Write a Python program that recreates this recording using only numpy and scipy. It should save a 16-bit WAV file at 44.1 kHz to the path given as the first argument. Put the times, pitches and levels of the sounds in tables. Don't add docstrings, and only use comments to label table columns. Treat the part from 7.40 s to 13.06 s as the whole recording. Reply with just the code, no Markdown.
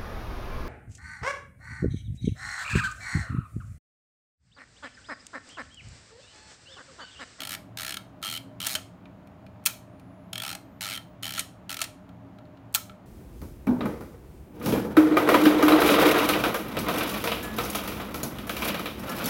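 import sys
import numpy as np
from scipy import signal
from scipy.fft import rfft, irfft, next_fast_len
from scipy.io import wavfile
from scipy.ndimage import uniform_filter1d

SR = 44100
rng = np.random.default_rng(int(sys.argv[2]) if len(sys.argv) > 2 else 0)


def dump_mix(stems):
    frames = np.atleast_2d(stems).T
    limited = np.clip(frames, -1, 1)
    pcm = np.round(limited * 32767).astype(np.int16)
    wavfile.write(sys.argv[1], SR, pcm)


N = 249606
BLOW_SAMPLES = 4096
BLOW_HZ = np.fft.rfftfreq(BLOW_SAMPLES, 1 / SR)


def amp(db):
    return 10 ** (np.asarray(db) / 20)


def read_curve(points, hz):
    point_hz, value = np.transpose(points)
    return np.interp(np.log(hz + 1), np.log(point_hz + 1), value)


def resonance_db(peaks, hz):
    return sum(lift_db / (1 + (2 * (hz - peak_hz) / width_hz) ** 2) for peak_hz, width_hz, lift_db in peaks)


def causal(db):
    mirrored_db = np.r_[db, db[-2:0:-1]]
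    log_gain = np.log(amp(mirrored_db))
    return np.exp(np.conj(signal.hilbert(log_gain)))[:len(db)]


def add(mix, start_s, sound):
    part = mix[max(round(start_s * SR), 0):][:len(sound)]
    part += sound[:len(part)]


def chatter(grain, rise_s, hold_s, fade_s, even):
    t = np.arange(BLOW_SAMPLES) / SR
    attack = np.minimum(t / rise_s, 1)
    decay = np.exp(-np.maximum(t - hold_s, 0) / fade_s)
    spectrum = rfft(attack * decay * grain)
    power = uniform_filter1d(abs(spectrum) ** 2, size=15)
    return spectrum * causal(-10 * even * np.log10(power + 1e-9))


# hz, width_hz, lift_db
BODY = [(632, 81, 13), (824, 44, 10), (1331, 190, 13), (1735, 730, 6), (2287, 77, 5.5), (3150, 250, 6.5),
        (3820, 220, 3.5), (4230, 260, 8), (5450, 280, 6), (6400, 290, 4.5), (6860, 240, 7),
        (8350, 610, 5.5), (9470, 600, 5.5), (10560, 230, 3), (11450, 280, 5), (12350, 520, 10.5),
        (14800, 650, 13.5), (15200, 250, 3)]
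# start_s, panel_hz, lift_db
HOLDS = [(0, 1700, 4.5), (0.7, 4380, 3.5), (1.15, 5070, 0), (1.6, 2450, 12), (2.8, 2600, 5.5),
         (3.3, 2170, 2), (3.7, 2000, 1.5), (4.2, 2600, 2), (4.8, 2350, 5)]


def blow(contact, force, start_s, slack, level_db, thud_db, knock_db, ring_db, tilt, wheel_hz=3150):
    lag_s, detune = 0.000805, 0.019
    hold = max(np.searchsorted(np.transpose(HOLDS)[0], start_s) - 1, 0)
    _, panel_hz, panel_db = HOLDS[hold]
    grip = [(780, 350, thud_db), (1350, 380, knock_db), (wheel_hz, 460, ring_db),
            (panel_hz, 0.13 * panel_hz, panel_db)]
    body_db = resonance_db(BODY + grip, BLOW_HZ * (1 + detune * slack))
    tilt_db = tilt * read_curve([(3500, -0.33), (8000, 0.33)], BLOW_HZ)
    bending = np.exp(-4j * np.pi * lag_s * np.sqrt(2000 * BLOW_HZ))
    response = causal(read_curve(force, BLOW_HZ) + body_db + tilt_db)
    sound = irfft(contact * bending * response)
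    over_5_ms = np.sqrt(SR / 200 / np.sum(sound ** 2))
    return amp(level_db) * sound * over_5_ms


def strikes(rows, force, gain_db, rise_s, hold_s, fade_s, lead_s, alike=0.0, even=0.17):
    out = np.zeros(N)
    grain = rng.standard_normal(BLOW_SAMPLES)
    for start_s, *colour in rows:
        fresh = rng.standard_normal(BLOW_SAMPLES)
        grain = alike * grain + np.sqrt(1 - alike ** 2) * fresh
        contact = chatter(grain, rise_s, hold_s, fade_s, even)
        slack = rng.standard_normal()
        add(out, start_s - lead_s, blow(contact, force, start_s, slack, *colour))
    return amp(gain_db) * out


def tooth_times(speed):
    point_s, teeth_per_s = np.transpose(speed)
    t = np.arange(point_s[0], point_s[-1], 1 / SR)
    turned = np.cumsum(np.interp(t, point_s, teeth_per_s)) / SR
    return np.interp(np.arange(int(turned[-1]) + 1), turned, t)


# time_s, teeth_per_s
SPEEDS = [
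    [(0.0047, 75.6), (0.0755, 40.6), (0.1372, 113.0), (0.1523, 68.4)],
    [(0.373, 67.6), (0.3995, 101.6), (0.4431, 56.0), (0.4943, 76.7), (0.5732, 25.0)],
    [(0.8278, 102.6), (0.8807, 98.6), (0.9072, 73.8), (0.9774, 87.8)],
    [(1.2029, 68.4), (1.2518, 119.5), (1.2755, 91.5), (1.3092, 148.4), (1.3431, 97.7)],
    [(2.9313, 37.9), (3.0136, 50.6), (3.0367, 72.8), (3.0812, 65.0), (3.0926, 102.2), (3.1542, 27.9)],
    [(3.4091, 112.9), (3.4912, 89.5), (3.5506, 129.2), (3.5786, 36.5)],
    [(3.8319, 93.8), (3.9268, 59.2), (3.9876, 143.7)],
    [(4.2943, 110.2), (4.3679, 25.0), (4.4083, 87.4)],
]
# level_db, end_level_db, knock_db, end_knock_db, ring_db, end_ring_db, thud_db, tilt
STROKES = [(-33, -32.5, 2.5, -3, 8, -7, 0.5, 2), (-33, -31, -6.5, 1.5, -8, 7.5, -3, -1),
           (-30.6, -31.5, 6, -5, 8, 10, -1.5, 3), (-31.5, -33, 4, -11, 11.5, -15, 1.5, 2.5),
           (-30, -33.5, 3.5, 3, 13, -3.5, 5, 2.5), (-31, -34, -0.5, -1.5, -9, 4, -1, -2),
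           (-30.5, -36.5, -2.5, -2.5, 5.5, 4, 1, 1), (-32.1, -32.9, 2.5, 8, -2.5, -3, -2.5, 1)]
WHEEL_HZ = [3150, 3200, 3150, 3170, 3310, 3200, 3130, 3150]
# level_db, thud_db, knock_db, ring_db, tilt [as above]
TOOTH_SCATTER = (0.45, 1.6, 3.0, 2.5, 2.2)


def teeth():
    rows = []
    for speed, stroke, wheel_hz in zip(SPEEDS, STROKES, WHEEL_HZ):
        level_db, end_level_db, knock_db, end_knock_db, ring_db, end_ring_db, thud_db, tilt = stroke
        times_s = tooth_times(speed)
        first = (level_db, thud_db, knock_db, ring_db, tilt)
        last = (end_level_db, thud_db, end_knock_db, end_ring_db, tilt)
        grip = np.linspace(first, last, len(times_s))
        grip = grip + np.array(TOOTH_SCATTER) * rng.standard_normal(grip.shape)
        rows += [(start_s, *colour, wheel_hz) for start_s, colour in zip(times_s, grip)]
    return rows


def spring(drops):
    ring_hz, t60_s, ring_db = 3195, 0.5, -73
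    t = np.arange(SR) / SR
    ring = amp(ring_db - 60 * t / t60_s) * np.sin(2 * np.pi * ring_hz * t)
    return signal.fftconvolve(drops, ring)[:N]


# hz, force_db
PAWL_FORCE = [(100, -42.5), (450, -28), (700, -8.5), (1000, -8), (1600, -6), (3000, 3.5), (4500, -1),
              (6000, -6), (7600, -7.5), (9500, -6.5), (11000, -8), (15500, -15)]
# hz, force_db
LATCH_FORCE = [(100, -11), (450, -15.5), (700, -8.5), (1000, -9), (1600, -7.5), (3000, 0.5), (4500, -3.5),
               (7500, -3.5), (10000, -5), (15500, -15.5)]


def ratchet():
    rows = teeth()
    onsets = strikes(rows, LATCH_FORCE, gain_db=-9, rise_s=0.0015, hold_s=0.00091, fade_s=0.00038,
                     lead_s=0.0016)
    drops = strikes(rows, PAWL_FORCE, gain_db=-0.47, rise_s=0.00091, hold_s=0.002, fade_s=0.0026,
                    lead_s=0.0009, alike=0.62, even=0.23)
    return onsets + drops + spring(drops)


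# hz, t60_s
ROOM_T60 = [(400, .35), (1300, 0.19), (3300, 0.3), (7000, 0.31), (11000, 0.28), (16000, 0.21)]
# hz, gain_db
ROOM_GAIN = [(400, -7.5), (1300, -5), (3300, -11), (7000, -12), (15000, -12)]


def room(dry_sound):
    delay_s, build_s = 0.003, 0.0014
    hz, t, bands = signal.stft(rng.standard_normal(SR), SR, nperseg=256)
    t60_s = read_curve(ROOM_T60, hz)[:, None]
    gain_db = read_curve(ROOM_GAIN, hz)[:, None]
    unit_energy = np.sqrt(2 * np.log(1000) / (t60_s * SR))
    bands = bands * amp(gain_db - 60 * t / t60_s) * unit_energy
    tail = signal.istft(bands, SR, nperseg=256)[1][:SR]
    tail *= np.clip((np.arange(SR) / SR - delay_s) / build_s, 0, 1)
    return signal.fftconvolve(dry_sound, tail)[:N]


# hz, density_db
AIR = [(20, -47), (36, -40.5), (48, -15.5), (62, -16), (72, -19), (100, -15), (200, -15), (330, -18.5),
       (450, -25), (700, -21), (1200, -27.5), (1800, -35), (2800, -41), (5000, -52.5), (8000, -60),
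       (16000, -58)]
# hz, width_hz, lift_db
HUM = [(87, 10, 9), (114, 11, 15), (176, 14, 9), (196, 16, 8), (273, 15, 13), (306, 12, 5), (610, 18, 13),
       (660, 25, 5), (6850, 500, 6)]


def hum(level_db=-48.0):
    size = next_fast_len(N)
    hz = np.fft.rfftfreq(size, 1 / SR)
    colour = amp(read_curve(AIR, hz) + resonance_db(HUM, hz))
    noise = irfft(rfft(rng.standard_normal(size)) * colour, size)[:N]
    rms = np.sqrt(np.mean(noise ** 2) + 1e-20)
    return amp(level_db) * noise / rms


# start_s, level_db [before gain_db], knock_db, tilt [0.33 dB each way per unit]
TICKS = [(0.8173, -47, 11, 0), (1.656, -45, 5, -27.5), (1.8727, -53, 0, 1), (2.065, -46.5, 4, -12),
         (2.2392, -53, -1, 10.5), (2.597, -51.5, -4, 3), (3.8264, -35, -3, 0), (4.6916, -48, 8, -10),
         (4.9862, -46.5, 8.5, -15), (5.0539, -56, 9, -20), (5.1728, -52, 4.5, -26.5), (5.327, -51, 0, 23),
         (5.496, -37.5, 12.5, -23)]


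def ticks():
    thud_db, ring_db = 3, -3
    rows = [(start_s, level_db, thud_db, knock_db, ring_db, tilt)
            for start_s, level_db, knock_db, tilt in TICKS]
    return strikes(rows, PAWL_FORCE, gain_db=-6.0, rise_s=0.0004, hold_s=0.00085, fade_s=0.0033,
                   lead_s=0.00085, even=0.3)


# start_s, level_db, thud_db, knock_db, ring_db, tilt
LATCHES = [(1.2675, -23, 0.5, -3, -0.5, 8.5), (1.3512, -22.5, 2, 3, 2.5, -1.5),
           (1.357, -33, 3.5, 2, 4.5, -9), (3.9774, -28, 3, 6, -3, -11), (3.9931, -23, -11, -9, 2, 3.5),
           (4.0055, -36, -5, -5, -3, 5), (4.4152, -23, 2, -3, -5.5, -0.5), (4.4235, -33, 2, -8, 7, -7),
           (4.44, -32.5, -5, -6, -4, -6)]


def latches():
    return strikes(LATCHES, LATCH_FORCE, gain_db=1.0, rise_s=0.0004, hold_s=0.0019, fade_s=0.0047,
                   lead_s=0.0004)


# strike_s, level_db, knock_db, tilt [0.33 dB each way per unit]
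SHOTS = [(2.2603, -16, -3.5, -1), (5.3476, -16.5, 3, 2)]
# after_strike_s, level_db, thud_db, tilt [0.33 dB each way per unit]
SHUTTER_CYCLE = [(-0.0057, -14, 4, 2.5), (0, 1, -1, -1), (0.0085, -5.5, 0, -2)]


def shutter_blows():
    rows = []
    for strike_s, shot_db, knock_db, shot_tilt in SHOTS:
        for after_s, blow_db, thud_db, blow_tilt in SHUTTER_CYCLE:
            rows.append((strike_s + after_s, shot_db + blow_db, thud_db, knock_db, 0, shot_tilt + blow_tilt))
    return rows


# hz, force_db
SHUTTER_FORCE = [(100, -42), (450, -28.5), (700, -9.5), (1000, -2.5), (1400, -2.5), (2000, -3.5),
                 (3100, 5.5), (5000, 3), (7500, 5.5), (9500, 3), (11000, 2.5), (15500, 2)]


def shutter():
    return strikes(shutter_blows(), SHUTTER_FORCE, gain_db=0.07, rise_s=0.0007, hold_s=0.0016,
                   fade_s=0.0038, lead_s=0.0007)


def snaps():
    return latches() + shutter()


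def snap_echoes(count=3):
    return sum(room(snaps()) for _ in range(count)) / np.sqrt(count)


def charger():
    start_s, end_s, fade_s, charge_s = 2.38, 3.78, 0.08, 1.6
    start_hz, top_hz = 7600, 21700
    start_db, rise_db_per_s = -84.5, 5.0
    t = np.maximum(np.arange(N) / SR - start_s, 0)
    hz = top_hz - (top_hz - start_hz) * np.exp(-t / charge_s)
    gate = np.clip(np.minimum(t, end_s - start_s - t) / fade_s, 0, 1)
    tone = np.sqrt(2) * np.sin(2 * np.pi * np.cumsum(hz) / SR)
    return gate * amp(start_db + rise_db_per_s * t) * tone


def scene():
    winding = ratchet() + ticks()
    mix = winding + room(winding) + snaps() + snap_echoes() + charger() + hum()
    return mix[None]


def record(dry):
    edge_hz = 15950
    lowpass = signal.firwin(255, edge_hz, window=("kaiser", 8), fs=SR)
    return signal.oaconvolve(dry, lowpass[None], "same")


dry = scene()
out = record(dry)
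dump_mix(out)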